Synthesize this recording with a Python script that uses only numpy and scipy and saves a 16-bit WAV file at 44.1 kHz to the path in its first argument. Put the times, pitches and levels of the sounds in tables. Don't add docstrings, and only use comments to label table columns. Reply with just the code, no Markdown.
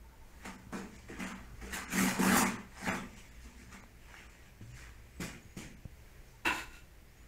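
import sys
import numpy as np
from scipy import signal
from scipy.fft import rfft, irfft, next_fast_len
from scipy.io import wavfile
from scipy.ndimage import uniform_filter1d

SR = 44100
rng = np.random.default_rng(int(sys.argv[2]) if len(sys.argv) > 2 else 0)


def decibels_to_gain(level_db):
    exponent = np.asarray(level_db, float) / 20
    return 10 ** exponent


def log_audio(samples):
    frames = np.atleast_2d(samples).T
    limited = np.clip(frames, -1, 1)
    pcm = np.round(limited * 32767).astype(np.int16)
    wavfile.write(sys.argv[1], SR, pcm)


N = 320607
T = np.arange(N) / SR
SIZE = next_fast_len(N + SR // 4)
ON_LEDGE_S = 4.5


def evened(x):
    return x / np.sqrt(np.mean(x ** 2) + 1e-20)


def read(points, hz):
    f, value = np.transpose(points)
    return np.interp(np.log(hz + 1), np.log(f + 1), value)


def add(mix, s, sound):
    part = mix[round(s * SR):][:len(sound)]
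    part += sound[:len(part)]


def curve(rows, column):
    rows = np.array(rows)
    inside = (T >= rows[0, 0]) * (T < rows[-1, 0])
    return decibels_to_gain(np.interp(T, rows[:, 0], rows[:, column])) * inside


def played(times, holds, levels_db, rise_db, fall_db, sag_db=0):
    coarse = T[::64]
    late = coarse[:, None] - times
    rise = rise_db * np.minimum(late, 0)
    sag = sag_db * np.clip(late, 0, holds)
    fall = fall_db * np.maximum(late - holds, 0)
    power = np.sum(decibels_to_gain(levels_db + rise - sag - fall) ** 2, axis=1)
    return np.interp(T, coarse, np.sqrt(power))


def coloured(x, spectrum):
    gain = decibels_to_gain(read(spectrum, np.fft.rfftfreq(SIZE, 1 / SR)))
    return evened(irfft(rfft(x, SIZE) * gain, SIZE)[:N])


def response(modes):
    hz = np.fft.rfftfreq(SIZE, 1 / SR)
    total = 0
    for k, (centre, width, db) in enumerate(modes):
        damping = 1j * hz * width
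        total = total + (-1) ** k * decibels_to_gain(db) * damping / (centre ** 2 - hz ** 2 + damping)
    return total


def body(x, modes):
    return evened(irfft(rfft(x, SIZE) * response(modes), SIZE)[:N])


def driven(force, modes, widen):
    low, high = modes[0][0], modes[-1][0]
    skirt = [(np.sqrt(low * high), widen * (high - low), 0)]
    transfer = response(modes) * response(skirt)
    transfer = transfer / np.sqrt(np.mean(abs(transfer) ** 2))
    return irfft(rfft(force, SIZE) * transfer, SIZE)[:N]


def resonate(x, hz, width):
    turn = np.exp(2j * np.pi * np.cumsum(hz * np.ones(len(x))) / SR)
    r = np.exp(-np.pi * width / SR)
    smooth = signal.lfilter([1 - r], [1, -r], x / turn + 1e-18)
    return 2 * (turn * smooth).real


def slips(per_s, spread_db):
    size = decibels_to_gain(spread_db * np.minimum(rng.exponential(1, N), 4))
    return evened(size * rng.standard_normal(N) * (rng.random(N) < per_s / SR))


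def flutter(hz, depth_db):
    span = int(SR / hz)
    slow = uniform_filter1d(uniform_filter1d(rng.standard_normal(N), span), span)
    return evened(decibels_to_gain(depth_db * evened(slow)))


def patchy(x, depth_db):
    z = signal.stft(x, nperseg=512)[2]
    across_hz = uniform_filter1d(rng.standard_normal(z.shape), 4, 0)
    patches = evened(uniform_filter1d(across_hz, 6, 1))
    return evened(signal.istft(z * decibels_to_gain(depth_db * patches), nperseg=512)[1][:N])


# frequency in Hz, level in dB per Hz.
AIR = [(12, -1), (20, 5), (59, 1), (129, -11), (186, -11), (239, -16), (282, -16.5), (324, -13.5),
       (633, -20), (1240, -26), (2100, -22), (3460, -31.5), (6570, -32), (9180, -35), (15600, -33.5)]
LINE_HZ = (60, 120.8)
# start in seconds, hold in seconds, lower line in dB, upper line in dB.
SWELLS = [(0, 0.021, -46.5, -69), (0.945, 0.69, -55, -58), (1.573, 0.089, -45.5, -63),
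          (1.99, 0.024, -51, -46), (2.203, 0.24, -73, -50), (2.873, 0.018, -57, -50),
          (3.43, 0.15, -49, -74), (4.632, .04, -59, -48), (5.0, .02, -49, -62), (5.226, .03, -48.5, -64),
          (5.623, 0.037, -55, -69), (6.146, 0.027, -62, -73), (6.56, .1, -53, -67),
          (7.197, .07, -56.5, -63)]


def building():
    air = decibels_to_gain(-56.5) * coloured(rng.standard_normal(N), AIR) * flutter(4.5, 0.81)
    line_db, rise_db_per_s, fall_db_per_s = (-59.5, -63.5), (79, 300), (66, 43)
    rows = np.transpose(SWELLS)
    for k, hz in enumerate(LINE_HZ):
        swell = played(*rows[:2], rows[2 + k], rise_db_per_s[k], fall_db_per_s[k])
        wavering_hz = hz * flutter(14.5, 0.53)
        line = np.sin(2 * np.pi * np.cumsum(wavering_hz) / SR) * flutter(31.0, 3.5)
        air += decibels_to_gain(-4.0) * evened(line) * np.hypot(decibels_to_gain(line_db[k]), swell)
    return air


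# start in seconds, level in dB, frequency in Hz.
BUMPS = [
    (.67, -41, 300),
    (1.54, -42, 170),
    (5.455, -44, 220),
    (5.856, -33, 230),
]
# start in seconds, level in dB, frequency in Hz.
TICKS = [
    (3.838, -40, 1000),
    (4.142, -35, 1600),
    (5.853, -39, 500),
]
# start in seconds, level in dB, frequency in Hz, length in seconds.
PINGS = [
    (0.037, -61.5, 900, 0.044),
    (0.111, -62, 900, 0.054),
    (0.206, -61.5, 900, 0.049),
    (0.323, -68, 900, .05),
    (0.544, -67, 900, 0.042),
    (6.331, -63, 905, 0.037),
]
# time in seconds, frequency in Hz, level in dB.
SQUEAKS = [
    [(5.11, 7960, -85), (5.16, 8000, -77), (5.2, 8000, -63)],
    [(5.42, 6800, -70), (5.46, 6600, -73), (5.55, 6770, -73), (5.7, 6500, -64)],
    [(7.06, 4700, -80), (7.13, 5600, -83), (7.18, 6700, -73), (7.27, 7200, -75)],
]


def small_sounds():
    out, t = np.zeros(N), T[:SR // 10]
    for s, db, hz in BUMPS:
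        u = (t - .012) * hz * 4
        dip, rebound = np.exp(-u ** 2 / 2), .6 * np.exp(-(u - 3) ** 2 / 5)
        add(out, s - .012, decibels_to_gain(db) * (rebound - dip))
    for s, db, hz in TICKS:
        add(out, s, decibels_to_gain(db) * np.sin(2 * np.pi * hz * t) * np.exp(-t / 0.001))
    for s, db, hz, length in PINGS:
        swell = np.sin(np.pi * np.minimum(t / length, 1))
        add(out, s, decibels_to_gain(db) * np.sin(2 * np.pi * hz * t) * swell)
    for rows in SQUEAKS:
        hz = np.interp(T, *np.transpose(rows)[:2])
        whistle = np.sin(2 * np.pi * np.cumsum(hz) / SR) * flutter(250, 4)
        out += evened(whistle) * uniform_filter1d(curve(rows, column=2), 800)
    return out


# start in seconds, hold in seconds, chatter in dB,
# steel left free to ring in dB, drag hiss in dB.
BLADE = [
    (6.452, 0.0031, -33.5, -5, -6.5),
    (6.464, .006, -32.5, 9, -20),
    (6.53, .01, -58, 0.5, 5),
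    (6.551, 0.052, -47, 5.5, -3.5),
    (6.741, 0.028, -61.5, 10, -1),
]
# frequency in Hz, width in Hz, level in dB.
SILL = [(300, 60, -11), (800, 90, -6), (880, 70, -6), (1015, 60, -1)]
# frequency in Hz, width in Hz, level in dB.
FLEX = [(1430, 70, 0), (1760, 70, -7), (1880, 60, -5), (2150, 200, -8)]
# frequency in Hz, width in Hz, level in dB.
RING = [(2330, 80, -7), (2430, 60, -6), (2665, 95, -1), (2950, 220, -8)]
# frequency in Hz, width in Hz, level in dB.
STEEL = [(3680, 200, 1), (4000, 270, 7), (4420, 94, 3), (5000, 150, 4.5), (6100, 180, -7), (6680, 91, 7),
         (7200, 71, 6), (7800, 130, -22), (8300, 180, -5.5), (10600, 290, 0), (13400, 400, -7)]


def blade():
    chatter, drag = slips(6000, 1.5), slips(9000, 1)
    steel = evened(body(drag, STEEL) + decibels_to_gain(-3) * coloured(drag, HISS))
    s, hold, db, free, dragged = np.transpose(BLADE)

    def touch(extra_db, fall_db_per_s):
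        return played(s, hold, db + extra_db, 246, fall_db_per_s)

    wood = driven(chatter * touch(-4.2 - free, 179), SILL, 5.2)
    shake = touch(0, 195)
    flex = driven(chatter * shake, FLEX, 1.5)
    flex += decibels_to_gain(-6) * coloured(chatter, SCRAPE) * shake
    ring = decibels_to_gain(-4.0) * driven(chatter * touch(free - 3.2, 241), RING, 0.8)
    landing = np.clip((T - BLADE[0][0] + .004) / .016, 0, 1)
    return landing * (steel * touch(dragged, 255) + wood + flex + ring)


# time in seconds, resting pressure in dB, scrape centre in Hz where it touches.
HAND = [(0, -71.5, 1070), (.3, -66.5, 1180), (.46, -59, 1700), (.73, -68.5, 1150), (.99, -62.5, 1850),
        (1.5, -64, 1450), (1.85, -49.5, 1810), (2.3, -44.5, 1350), (2.5, -85, 1590), (2.93, -92, 1420),
        (3.2, -62, 2100), (3.8, -63.5, 1570), (4.0, -73, 1900), (4.55, -69.5, 1760), (5.0, -65, 1790),
        (5.7, -68.5, 2080), (6.3, -68, 1700), (7.27, -74, 1850)]
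REST_DB = (-3, -5.5, -7, -22)
# start in seconds, hold in seconds,
# pressure in dB, heft in dB, speed in dB.
LANDED = [
    (0.448, 0.0069, -49, 3, -12),
    (1.204, 0.085, -43.5, -0.5, -9.5),
    (1.743, 0.0055, -37, -7.5, -7.5),
    (1.93, 0.024, -37, 1.5, -5.5),
    (1.984, 0.11, -35.5, 4, -3.5),
    (2.235, 0.17, -32, 0.5, -9.5),
    (3.729, 0.012, -53, -1.5, -4.5),
    (2.403, 0.025, -33.5, -0.5, -10),
]
# start in seconds, hold in seconds,
# pressure in dB, heft in dB, speed in dB.
SWEPT = [(0.97, 0.0065, -60, -9, -1), (1.8, 0.06, -58, -10, -16), (2.308, 0.018, -34, 7, -20),
         (2.377, 0.0049, -38, -13, 4), (2.837, 0.013, -49.5, 4.5, -2.5), (2.897, 0.029, -36.5, -2.5, -9),
         (3.163, 0.046, -58.5, -21, -1), (3.452, 0.0073, -61, 6.5, 0.5), (3.607, .01, -59.5, 2, -2.5),
         (4.08, 0.046, -59.5, -17, -7.5), (4.155, 0.042, -53.5, -12, -9.5), (4.246, 0.22, -65, -2.5, -1.5),
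         (4.775, 0.044, -54.5, -11, -2.5), (4.858, 0.018, -58.5, -15, -12), (5.12, 0.0091, -83, -18, -7),
         (6.086, 0.009, -70, -18, -5), (6.312, .01, -76, -15, 9.5), (7.16, 0.097, -69.5, 4, -5)]
# start in seconds, hold in seconds,
# pressure in dB, heft in dB, speed in dB.
STRUCK = [
    (0.727, 0.06, -49.5, 9.5, -4.5),
    (1.086, 0.065, -53, 1, -8.5),
    (1.615, 0.057, -53, 3.5, -5),
    (5.207, 0.045, -44.5, 1.5, -2.5),
    (5.571, 0.035, -49.5, 4.5, -1.5),
]
RISE_SPEED = (0.91, 1.8, 0.82, 2)


def pressing():
    sag_db_per_s, fall_db_per_s = (-4.5, 48, 12, 25), (129.6, 204, 165, 144)
    force = decibels_to_gain(np.array(REST_DB)[:, None]) * curve(HAND, column=1)
    # its rows, rise in dB per second, knock in dB
    for rows, rise_db, knock_db in ((LANDED, 501, -12.5), (SWEPT, 166, -11.5), (STRUCK, 2500, -1.5)):
        s, hold, db, heft, speed = np.transpose(rows)
        extras_db = (0, heft, speed, knock_db + 0.58 * heft)
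        for k, extra_db in enumerate(extras_db):
            stroke = played(s, hold, db + extra_db, rise_db * RISE_SPEED[k], fall_db_per_s[k], sag_db_per_s[k])
            force[k] = np.hypot(force[k], stroke)
    return force


# start in seconds, boom in dB, slap in dB, crack in dB, knock in dB.
THUMPS = [(0.448, -38.5, -37.5, -33.5, -38), (0.725, -29.5, -44, -50, -28), (1.092, -37.5, -56, -60, -31.5),
          (1.189, -32, -73, -42, -49), (1.619, -41.5, -50, -55, -46), (1.724, -44, -54, -32.5, -52),
          (1.964, -23.5, -60, -63, -30), (2.19, -18, -43, -28, -19), (2.87, -25, -31.5, -64, -28.5),
          (3.724, -48, -48, -68, -61), (4.609, -39.5, -61, -50, -54), (5.198, -30, -67, -63, -35),
          (5.567, -36, -67, -54, -32)]


def thump(boom, knock, scrape_force, hiss_force):
    t = T[:SR // 5]
    blow = np.sin(np.pi * t[:SR // 1000] * 1000)
    slap = (1 - np.exp(-t / 0.0092)) * np.exp(-t / 0.02)
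    crack = (1 - np.exp(-t / 0.0058)) * np.exp(-t / 0.037)
    for s, boom_db, slap_db, crack_db, knock_db in THUMPS:
        add(boom, s, decibels_to_gain(boom_db - 8.0) * blow)
        add(knock, s, decibels_to_gain(knock_db - 15.5) * blow)
        add(scrape_force, s, decibels_to_gain(slap_db - 3.0) * slap)
        add(hiss_force, s, decibels_to_gain(crack_db - 16.5) * crack)


# frequency in Hz, level in dB per Hz.
SCRAPE = [(500, -1), (850, 0.5), (1060, -1), (1140, -1), (1470, -4), (2010, -2), (2950, 0), (4600, -9.5),
          (5980, -42), (10100, -120)]
# frequency in Hz, width in Hz, level in dB.
PANES = [(900, 42, 27), (940, 14, -22), (1204, 43, 24), (1470, 110, 12), (1750, 31, -20), (2020, 20, -28),
         (2300, 85, -1)]


def cloth_scrape():
    rows = np.array(HAND)
    centre_hz = np.interp(T, rows[:, 0], rows[:, -1])
    wide = coloured(slips(4000, 0.5), SCRAPE)
    panes = body(wide, PANES) * (T < ON_LEDGE_S)
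    patch = evened(resonate(resonate(wide, centre_hz, 1370), centre_hz, 1370))
    return patchy(evened(decibels_to_gain(-2.5) * wide + decibels_to_gain(-8) * panes + decibels_to_gain(8.0) * patch), 3)


# frequency in Hz, level in dB per Hz.
HISS = [(1880, -24), (3200, -12.5), (4400, -11.5), (7370, -5.5), (8760, -10), (9610, -11.5), (10500, -14),
        (12600, -16), (15600, -20)]


def cloth_hiss(force):
    hiss = patchy(coloured(slips(12000, 0.34), HISS), 2.56)
    high_pass = signal.butter(2, 8630, "high", fs=SR, output="sos")
    top = signal.sosfiltfilt(high_pass, hiss)
    return hiss + top * ((force / decibels_to_gain(-45.5)) ** 0.67 - 1)


# frequency in Hz, width in Hz, level in dB.
BOOM = [(188, 24, -2), (206, 20, -2), (246, 18, 0)]
# frequency in Hz, width in Hz, level in dB.
KNOCK = [(318, 30, 0), (356, 25, 0), (400, 35, -1), (467, 25, -3), (600, 70, -13), (765, 40, -10)]
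# frequency in Hz, width in Hz, level in dB.
LEDGE = [(136, 73, 0.5), (211, 91, 3), (335, 73, -0.5), (397, 180, -8)]


def frame():
    force = pressing() * decibels_to_gain([[-2], [-2], [-1], [-2]]) * flutter(27, 0.34)
    scrape_force, boom_force, hiss_force, knock_force = force
    rumble = slips(2000, 2.33)
    boom, knock = rumble * boom_force, rumble * knock_force
    thump(boom, knock, scrape_force, hiss_force)
    cloth = cloth_scrape() * scrape_force + cloth_hiss(hiss_force) * hiss_force
    early = T < ON_LEDGE_S
    wood = driven(boom * early, BOOM, 2) + driven(knock * early, KNOCK, 0.7)
    ledge = decibels_to_gain(-4.0) * driven((boom + knock) * ~early, LEDGE, 3.7)
    return cloth + wood + ledge


# frequency in Hz, time to fall 60 dB in seconds.
ROOM = [(120, 0.63), (320, 0.49), (840, 0.41), (2210, 0.24), (5820, 0.34), (12000, 0.22)]


def room(x):
    taps = np.zeros(SR)
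    at = np.arange(200, SR - 20, 20)
    taps[at + rng.integers(0, 20, len(at))] = rng.choice([-1., 1.], len(at))
    hz, t, z = signal.stft(taps, SR, nperseg=256)
    decay = decibels_to_gain(-60 * t / read(ROOM, hz)[:, None])
    tail = signal.istft(z * decay, SR, nperseg=256)[1]
    return signal.fftconvolve(x, tail / np.linalg.norm(tail))[:N]


def scene():
    wood, steel, small = frame(), blade(), small_sounds()
    echo = room(decibels_to_gain(-5.5) * wood + decibels_to_gain(-8) * steel + decibels_to_gain(-30) * small)
    mono = wood + steel + small + echo + building()
    return np.array([mono, mono])


def low_pass(x):
    return signal.sosfilt(signal.butter(12, 15740, fs=SR, output="sos"), x)


# centre in seconds, length in seconds,
# bar over the local mean in dB that a bin must pass to stay, lowest frequency hit in Hz.
THINNED = [(.573, .028, 1.5, 3000), (.978, .028, 1, 3000), (1.255, .028, 1, 3000), (1.341, .028, 1, 3000),
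           (1.863, .042, 2.5, 3100), (1.885, .042, 1, 3100), (2.45, .028, 2.5, 3000),
           (2.578, .028, 2.5, 3000), (2.908, .042, 2, 2900), (2.93, .042, 1, 2900), (3.154, .028, 1, 3000),
           (3.303, .028, 1.5, 3000), (3.815, .028, 1.5, 2600), (4.285, .028, 1.5, 3000),
           (4.733, .028, 1.5, 3000), (5.757, .028, 2, 2800)]


def record(dry):
    x = dry[0].copy()
    for s, length, above_db, low_hz in THINNED:
        size = int(length * SR)
        start = int(s * SR) - size // 2
        at = slice(start, start + size)
        window = np.sqrt(signal.windows.tukey(size, .026 / length))
        z, hz = rfft(x[at] * window), np.fft.rfftfreq(size, 1 / SR)
        power = abs(z) ** 2
        level = np.sqrt(uniform_filter1d(power, 3))
        bar = np.sqrt(uniform_filter1d(power, 70)) * decibels_to_gain(above_db + 3 * (hz > 9600))
        lost = (level < bar) * (hz > low_hz)
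        x[at] -= irfft(z * lost, size) * window
    below_top = np.fft.rfftfreq(SIZE, 1 / SR) < 15720
    x = irfft(rfft(x, SIZE) * below_top, SIZE)[:N]
    return low_pass(np.array([x, x]))


dry = scene()
out = record(dry)
log_audio(out)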